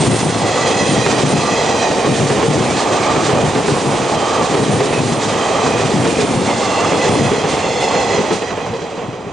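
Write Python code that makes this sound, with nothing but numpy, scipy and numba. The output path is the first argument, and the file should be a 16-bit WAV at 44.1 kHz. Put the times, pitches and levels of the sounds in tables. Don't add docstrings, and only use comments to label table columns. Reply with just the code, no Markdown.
import sys
import numpy as np
from scipy import signal
from scipy.fft import rfft, irfft
from scipy.io import wavfile
from scipy.ndimage import uniform_filter1d, map_coordinates
from numba import njit

SR = 44100
rng = np.random.default_rng(int(sys.argv[2]) if len(sys.argv) > 2 else 0)


def transcribe(u):
    v = np.clip(np.atleast_2d(u).T, -1, 1)
    q = np.round(v * 32767).astype(np.int16)
    wavfile.write(sys.argv[1], SR, q)


N = 411012
T = np.arange(N) / SR
FREQS_HZ = np.maximum(np.arange(N // 2 + 1) * SR / N, 1)

# t/s, wheel ring/dB, wheel pitch ratio, rolling roar/dB,
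# sleeper boom/dB, tread hiss/dB, rumble on the points/dB (all levels relative)
BOGIES = [(.904, -18.5, .965, -23.5, -29, -38, -14.5), (1.755, -19.5, .955, -27.5, -23, -40.5, -19.5),
          (2.15, -28.5, .89, -22, -20.5, -37.5, -18), (3.003, -26.5, .95, -23, -28, -36, -19),
          (3.395, -33, .94, -19, -25.5, -37, -18.5), (4.254, -32, .93, -21, -21, -36, -19),
          (4.648, -27.5, .94, -25, -21, -39, -20), (5.505, -25, .95, -20, -26, -36, -19),
          (5.899, -28.5, .95, -24.5, -20, -43, -19), (6.763, -26.5, 1.02, -20.5, -36, -32, -19),
          (7.159, -22, .98, -23, -18.5, -42, -18.5), (8.024, -20, .995, -23.5, -17.5, -48, -19.5)]
SPEED_M_PER_S, TRACK_M, WHEELBASE_M = 16.39, 5.2, 2.1
SOUND_M_PER_S = 343

POINTS_M, POINTS_REACH_M = -13.5, 2.31
ROAR_M, ROAR_REACH_M = -0.59, 5.5
BOOM_M, BOOM_REACH_M = -0.88, 3.4
HISS_M, HISS_REACH_M = 0.5, 3.9

ROAR_JARS_PER_S, POINTS_JARS_PER_S = 900, 220
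SCRAPE_REFERENCE_DB = -18
SHUDDER_T60_S, CLANK_T60_S, CRACK_T60_S = .14, .11, 0.093
RECEDE_DB_PER_S = 2.5
GLIDE = .8
LIMIT_DB, ATTACK_S, RELEASE_S = -8, .0015, .014
TOP_HZ = 10150


def undb(db):
    return 10 ** (np.asarray(db) / 20)


def decibels(power):
    return 10 * np.log10(power)


def across(curve):
    hz, value = np.transpose(curve)
    return np.interp(np.log(FREQS_HZ), np.log(hz), value)


def resonances(modes):
    power = sum(undb(2 * db) / (1 + (2 * (FREQS_HZ - hz) / width) ** 2) ** 1.5 for hz, width, db in modes)
    return np.sqrt(power)


def noise(gain):
    x = irfft(rfft(rng.standard_normal(N)) * gain, N)
    return x / x.std()


def pitted(gain, rate, blur_hz=800):
    jars = (rng.random(N) < rate / SR) * rng.choice([-1, 1], N) * (.5 + rng.random(N))
    blur = (FREQS_HZ / blur_hz) ** 2
    rush = rfft(rng.standard_normal(N))
    push = (rfft(jars / jars.std()) + blur * rush) / np.hypot(1, blur)
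    x = irfft(push * gain, N)
    return x / x.std()


def walk(rate, size=N):
    hold = int(SR / rate)
    steps = np.repeat(rng.standard_normal(size // hold + 1), hold)
    x = uniform_filter1d(uniform_filter1d(steps, hold), hold)[:size]
    return x / x.std()


def around(s, reach_s):
    return slice(max(int((s - reach_s) * SR), 0), min(int((s + reach_s) * SR), N))


def replay(ring, position):
    return map_coordinates(ring, [(position + rng.integers(N)) % (N - 1)], order=1)


def place(x, pan_db):
    return x * undb(np.array([[1], [-1]]) * pan_db / 2)


def passing(at_m, reach_m, db):
    t = T[::100]
    along_m = SPEED_M_PER_S * (t - np.array(BOGIES)[:, :1]) - at_m
    power = undb(np.reshape(db, (-1, 1))) ** 2 / (1 + (along_m / reach_m) ** 2)
    return np.interp(T, t, power.sum(axis=0))


def struck(hits, modes, rise_s, noise_t60, detune=0.022):
    ring, power = np.zeros((2, N))
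    hz, mode_db, t60 = np.transpose(modes)[:, :, None]
    for s, db, pitch in hits:
        span = slice(max(int(s * SR), 0), int((s + .5) * SR))
        age = np.maximum(T[span] - s, 0)
        blow = undb(db) * (1 - np.exp(-age / rise_s))
        mode_hz = pitch * hz * (1 + detune * rng.standard_normal(hz.shape))
        cycles = mode_hz * age + rng.random(hz.shape)
        decay = undb(mode_db - 60 * age / t60)
        ring[span] += blow * (decay * np.sin(2 * np.pi * cycles)).sum(axis=0)
        power[span] += (blow * undb(-60 * age / noise_t60)) ** 2
    return ring, np.sqrt(power)


def distant(level_db=-29.0, swell_db=2):
    # f/Hz, relative density/dB
    distant_spectrum = [(20, -24), (50, -13), (100, -2), (200, 0), (330, -5.5), (470, -2.5), (600, -5),
                        (1000, -9), (1500, -19), (4000, -32.5), (8000, -45), (10500, -64)]
    receding_db = RECEDE_DB_PER_S * np.maximum(T - BOGIES[-1][0], 0)
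    return noise(undb(across(distant_spectrum))) * undb(level_db - receding_db + swell_db * walk(18))


def rolling(roar_db, hiss_db, body_db=-0.5, contact_db=2.0, flutter_db=1.43, grit_db=1.58):
    # f/Hz, relative density/dB
    roar_spectrum = [(30, -36), (90, -4.5), (220, -2.5), (350, 2), (500, 3), (610, 2), (800, 2),
                     (1020, -2.5), (1250, -5.5), (1500, -14.5), (2300, -11.5), (3200, -15), (5000, -37),
                     (10000, -63)]
    # f/Hz, relative density/dB
    hiss_spectrum = [(500, -35), (1500, 9.5), (2550, 3.5), (3600, 7), (4600, 5), (5400, 4), (6500, 5),
                     (7300, 4), (8200, 0), (9200, -2.5), (10200, -58)]
    body = pitted(undb(across(roar_spectrum)), rate=ROAR_JARS_PER_S)
    body = body * undb(body_db + flutter_db * walk(25))
    hiss = noise(undb(across(hiss_spectrum)))
    hiss = hiss * undb(contact_db + grit_db * walk(70) + 0.88 * walk(26))
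    return body * undb(roar_db) + hiss * undb(hiss_db)


def thuds(level_db=1.0, shudder_db=-11):
    # t/s, relative level/dB, pitch ratio
    drops = [(.001, -9.5, 1.2), (.073, -3.5, 1.04), (.125, -9.5, 1.04), (.201, -17.5, 0.98),
             (.249, -10.5, 1.22), (.412, -13.5, 1), (.881, -8.5, 1.1), (.962, -7, .9), (1.052, -10, 1.2),
             (1.231, -5, 1.05), (1.334, -6, 1.15), (1.375, -15, 0.92), (2.083, -9, 0.98), (2.189, -9, 0.95),
             (2.222, -5, 1.01), (2.296, -10.5, 1.05), (2.481, -6.5, 1.06), (2.596, -7.5, 1.06),
             (2.72, -17, 1), (3.328, -9.5, 0.97), (3.436, -8, 1.1), (3.475, -12.5, 0.83), (3.547, -13.5, 1),
             (3.712, -8.5, 1), (3.858, -9.5, 1.06), (4.6, -11, 1.1), (4.685, -10.5, 1.13),
             (4.735, -11.5, 0.87), (4.98, -8.5, 1), (5.112, -9.5, .97), (5.837, -8, 1.08),
             (5.938, -6, 1.15), (5.99, -10.5, 0.93), (6.358, -9.5, 0.99), (6.915, -13.5, 1.28),
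             (7.092, -7.5, 0.85), (7.195, -7, 0.96), (7.245, -10, 0.99), (7.311, -11.5, 1.1),
             (8.18, -12.5, 1.5), (8.308, -11, 1.48), (8.612, -27, 1.04), (8.688, -20.5, 0.83),
             (9.012, -26, 1.35), (9.078, -17, 0.9), (9.263, -22.5, 1.15)]
    # f/Hz at pitch ratio 1, relative level/dB, t60/s
    bed_modes = [(111.2, -10, 0.23), (137.4, -1.5, 0.19), (181, -4, 0.13), (245, -6, 0.21), (350.5, -4, .1)]
    # f/Hz, relative density/dB
    shudder_spectrum = [(25, -23.5), (65, -21), (105, -2), (135, 6), (200, 10), (300, -10), (600, -23),
                        (2000, -74)]
    ring, envelope = struck(drops, bed_modes, rise_s=0.0074, noise_t60=SHUDDER_T60_S)
    shudder = envelope * noise(undb(across(shudder_spectrum)))
    return undb(level_db) * ring + undb(shudder_db) * shudder


def jolts(t60=0.31, rise_s=0.011):
    # t/s, relative level/dB
    clashes = [(0.003, -17.5), (0.662, -18.5), (1.06, -19.5), (1.18, -18.5), (2.39, -25.5), (2.762, -22),
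               (3.681, -20.5), (4.925, -24), (6.18, -25), (7.485, -19), (7.8, -20), (8.25, -28),
               (8.315, -20.5)]
    # f/Hz, relative density/dB
    clash_spectrum = [(500, -13), (1100, 4), (1700, -8.5), (2500, 0), (4000, -3), (6500, -5.5), (9000, -10),
                      (10500, -20.5)]
    strength = np.zeros(N)
    for s, db in clashes:
        span = around(s, .5)
        age = np.maximum(T[span] - s, 0)
        strength[span] += (1 - np.exp(-age / rise_s)) * undb(db - 60 * age / t60)
    return strength * noise(undb(across(clash_spectrum)))


def squeaks():
    # centre t/s, f/Hz, relative level/dB, half length/s, bandwidth/Hz
    flange_notes = [(0.014, 8500, -26.5, 0.044, 132), (0.21, 9000, -37.5, 0.13, 399),
                    (0.897, 8840, -36, 0.14, 397), (1.078, 2440, -27, 0.026, 50.2),
                    (2.702, 2310, -31, .04, 69.7), (2.8, 4300, -35, .045, 130),
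                    (3.081, 2340, -31, .15, 260), (4.245, 3120, -34.5, 0.16, 89.7),
                    (4.81, 1970, -29, 0.014, 40), (4.966, 2550, -27, .032, 35),
                    (5.451, 3140, -35.5, 0.29, 149), (5.482, 1960, -34, 0.063, 101),
                    (5.728, 2500, -30, 0.096, 91), (6.155, 2475, -31.5, 0.11, 100),
                    (6.77, 2750, -32, 0.11, 110.7)]
    out = np.zeros(N)
    for s, hz, db, length_s, width_hz in flange_notes:
        span = around(s, .5)
        t = T[span]
        swell = np.exp(-((t - s) / length_s) ** 2)
        grip = walk(2 * width_hz, size=len(t)) + 1j * walk(2 * width_hz, size=len(t))
        note = swell * np.real(grip * np.exp(2j * np.pi * hz * t))
        out[span] += undb(db) * note * np.sqrt(np.sum(swell ** 2) / np.sum(note ** 2))
    return out


def knocks(level_db=1, clank_db=-7, crack_db=-1.5):
    # t/s, relative level/dB, sleeper f/Hz, relative crack/dB
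    joint_hits = [(0.054, -13.5, 370, -24), (.557, -16, 477, -15.5), (.698, -14, 467, -21),
                  (1.063, -5.5, 397.5, -6), (1.18, -11.5, 388, -18), (1.912, -12, 419, -14),
                  (2.045, -11, 421, -16.5), (2.3, -8, 414, -13), (2.426, -6, 445, -15),
                  (3.161, -11, 409, -15), (3.293, -9, 418, -12.5), (3.55, -6.5, 430, -14),
                  (3.68, -5.5, 415, -15), (4.411, -14, 443, -18.5), (4.541, -7, 411, -13),
                  (4.803, -4.5, 424, -16.5), (4.926, -10.5, 433, -11.5), (5.663, -8.5, 438, -15.5),
                  (5.791, -9.5, 413, -20), (6.052, -7, 455, -16), (6.187, -6.5, 403, -19),
                  (6.921, -12, 433, -18), (7.047, -8, 403, -19), (7.315, -9, 398, -16),
                  (7.438, -8.5, 430, -18), (7.951, -12.5, 485, -13.5), (8.182, -8, 412, -16),
                  (8.308, -8.5, 468, -14.5), (8.42, -22, 475, -15.5), (8.503, -19, 521, -18),
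                  (8.574, -17.5, 486, -21.5), (8.664, -20, 490, -21), (8.735, -16, 457, -23.5),
                  (8.817, -15.5, 468, -25), (8.974, -17, 484, -31), (9.128, -25, 483, -26.5)]
    # multiple of its pitch, relative level/dB, t60/s
    sleeper_modes = [(0.361, -5, 0.095), (.62, -8, 0.077), (1, -4, 0.23), (1.17, -8, 0.15),
                     (1.85, -9.5, 0.068)]
    # f/Hz, relative density/dB
    clank_spectrum = [(100, -39), (240, -14), (380, 7.5), (470, -0.5), (600, -17), (900, -14), (1500, -11),
                      (5000, -21.5), (9000, -40), (11000, -61)]
    # f/Hz, relative density/dB
    crack_spectrum = [(100, -23), (250, 0.5), (600, 0), (900, 2), (1400, -8), (2500, -10.5), (5000, -23.5),
                      (10000, -45)]
    blows = [row[:3] for row in joint_hits]
    ring, envelope = struck(blows, sleeper_modes, rise_s=0.0037, noise_t60=CLANK_T60_S)
    crack = np.zeros(N)
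    for s, _, _, db in joint_hits:
        span = slice(int(s * SR), int((s + .5) * SR))
        crack[span] += undb(crack_db + db - 60 * (T[span] - s) / CRACK_T60_S)
    clank = envelope * noise(undb(across(clank_spectrum)))
    return undb(level_db) * ring + undb(clank_db) * clank + crack * noise(undb(across(crack_spectrum)))


def points(rumble_db, shake_db=-0.5, sizzle_db=-33, judder_db=1.1, sizzle_falloff=1.6):
    # f/Hz, relative density/dB
    rumble_spectrum = [(20, -44), (45, -35), (70, -15.5), (110, 0.5), (140, -2.5), (240, 1), (380, -0.5),
                       (560, -9), (1200, -52), (3000, -66)]
    # f/Hz, relative density/dB
    sizzle_spectrum = [(2000, -3), (5000, -9), (7800, -3), (8900, 3), (9600, -0.5), (10500, -8.5)]
    rumble = pitted(undb(across(rumble_spectrum)), rate=POINTS_JARS_PER_S)
    rumble = rumble * undb(shake_db + judder_db * walk(30))
    scrape = noise(undb(across(sizzle_spectrum))) * undb(sizzle_db + 2.8 * walk(35))
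    scrape_db = sizzle_falloff * (rumble_db - SCRAPE_REFERENCE_DB)
    return rumble * undb(rumble_db) + scrape * undb(scrape_db)


def rails(level_db=-1, sag_per_s=.07, throb_db=1.76):
    # f/Hz before the pitch sag, width/Hz, relative level/dB
    rail_modes = [(690, 150, -1.5), (800, 80, -0.5), (888, 64, -1), (1080, 130, -8.5)]
    # peak t/s, relative level/dB, Gaussian half length/s
    howls = [(0.621, -22.5, 0.27), (1.75, -20, .3), (3.02, -21.5, 0.31), (4.302, -20, 0.21),
             (5.549, -21.5, 0.31), (6.78, -20.5, 0.31), (8.02, -24, 0.35)]
    out, ring = np.zeros(N), noise(resonances(rail_modes))
    for s, db, length_s in howls:
        span = around(s, 1)
        age = T[span] - s
        howl = replay(ring, (age - sag_per_s * age ** 2 / 2) * SR)
        out[span] += howl * undb(db) * np.exp(-(age / length_s) ** 2 / 2)
    return out * undb(level_db + throb_db * walk(20))


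def gears(whine_hz=1168, width_hz=90, sideband_hz=1270, sideband_db=-8, swell_s=0.2, level_db=-3):
    # t/s, relative gear whine/dB
    motor_bogies = [(.58, -25), (1.55, -26), (3.12, -21.5), (4.35, -23.5), (5.579, -23.5), (6.82, -23)]
    swell = sum(undb(db) / (1 + ((T - s) / swell_s) ** 2) for s, db in motor_bogies)
    chatter = undb(level_db + 2.5 * walk(28))
    whine = noise(resonances([(whine_hz, width_hz, 0), (sideband_hz, width_hz, sideband_db)]))
    return swell * chatter * whine


def sleepers(boom_db, boom_hz=445, width_hz=120, share_db=-5, throb_db=2):
    return noise(resonances([(boom_hz, width_hz, 0)])) * undb(boom_db + share_db + throb_db * walk(22))


def wheels(beam=1.6, ahead_m=2.03, detune=.008, turn_hz=6.1, wobble=0.22, sweep_db=3.0, carry=0.026):
    # f/Hz at pitch ratio 1, width/Hz, relative level/dB
    wheel_modes = [(501, 77, 8), (755, 160, 2), (2010, 93, 2.5), (2636, 80, 1), (3357, 120, -1.5),
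                   (4210, 79, -1), (5093, 100, -4.5), (6080, 143, -6), (6880, 440, -10.5)]
    out = np.zeros((2, N))
    ring = np.zeros(N)
    for hz, width_hz, db in wheel_modes:
        flare = undb(db + 1.5 * walk(18))
        ring += noise(resonances([(hz, width_hz, 0)])) * np.sqrt(width_hz) * flare
    ring = ring / ring.std()
    for s, db, ratio, *_ in BOGIES:
        span = around(s, 2)
        t = T[span]
        for end in (-1, 1):
            along_m = SPEED_M_PER_S * (t - s) + end * WHEELBASE_M / 2
            distance_m = np.hypot(TRACK_M, along_m)
            emitted = (t - GLIDE * distance_m / SOUND_M_PER_S) * SR
            emitted = emitted + .007 * np.cumsum(walk(16, size=len(t)))
            pitches = ratio * (1 + detune * np.array([-1, 1]) * (.5 + rng.random(2)))
            heard = sum(replay(ring, emitted * pitch) for pitch in pitches)
            turning = 1 + wobble * np.sin(2 * np.pi * (turn_hz * t + rng.random()))
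            bursts = undb(1.8 * walk(45, size=len(t)) - 1)
            beamed = (TRACK_M / np.hypot(TRACK_M, along_m + ahead_m)) ** beam
            facing = beamed + carry * TRACK_M / distance_m
            axle = heard * turning * bursts * facing * undb(db) / 2
            out[:, span] += place(axle, -sweep_db * along_m / distance_m)
    return out


def platform(x, scatter_t60=0.3):
    # f/Hz, left minus right/dB
    lean = [(60, 0.5), (190, -1), (570, -1.5), (1000, -3), (3100, -4), (5450, -3.5), (9500, -3)]
    # f/Hz, left lead/rad
    lead = [(25, .3), (125, 0.26), (340, 0.66), (600, 0.53), (950, 0.31), (2600, 0.093), (9500, .01)]
    # f/Hz, level relative to direct/dB
    diffuse = [(40, -35), (130, -25), (500, -19), (1000, -12), (4000, -12), (9000, -8)]
    scatter = rfft(rng.standard_normal(N) * undb(-60 * T / scatter_t60))
    scatter *= undb(across(diffuse)) / np.sqrt(np.mean(np.abs(scatter) ** 2))
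    side = np.array([[1], [-1]])
    direct = undb(side * across(lean) / 2) * np.exp(.5j * side * across(lead))
    return irfft(rfft(x) * direct * (1 + side * scatter), N)


def scene(points_pan_db=3.0):
    # t/s, relative roar/dB, relative contact hiss/dB
    carried = [(0, -21, -29), (1.6, -24.5, -29.5), (3.6, -27, -31), (5.6, -30, -30.5), (7.6, -24.5, -33),
               (8.34, -21.5, -33.5), (8.47, -30.5, -40.5), (9.0, -30, -47.5), (9.32, -50, -71)]
    s, *columns = np.transpose(carried)
    rail_roar, rail_hiss = (undb(np.interp(T, s, column)) ** 2 for column in columns)
    _, _, _, tread_db, sleeper_db, contact_db, shake_db = np.transpose(BOGIES)
    roar_db = decibels(rail_roar + passing(ROAR_M, ROAR_REACH_M, tread_db))
    hiss_db = decibels(rail_hiss + passing(HISS_M, HISS_REACH_M, contact_db))
    boom_db = decibels(passing(BOOM_M, BOOM_REACH_M, sleeper_db))
    rumble_db = decibels(passing(POINTS_M, POINTS_REACH_M, shake_db))
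    crossing = place(points(rumble_db) + thuds(), points_pan_db)
    track = rolling(roar_db, hiss_db) + rails() + sleepers(boom_db) + knocks()
    return platform(track + crossing + wheels() + gears() + jolts() + squeaks() + distant())


@njit
def follow(x, attack, release):
    out, e = np.empty(len(x)), .2
    for i in range(len(x)):
        e += (x[i] - e) * (attack if x[i] > e else release)
        out[i] = e
    return out


def record(dry):
    envelope = follow(np.abs(dry).max(axis=0), 1 / (ATTACK_S * SR), 1 / (RELEASE_S * SR))
    held = dry * np.minimum(1, undb(LIMIT_DB) / envelope)
    rounded = held / (1 + (held / .92) ** 6) ** (1 / 6)
    low_pass = signal.ellip(8, .2, 70, TOP_HZ, fs=SR, output="sos")
    return signal.sosfilt(low_pass, rounded)


dry = scene()
out = record(dry)
transcribe(out)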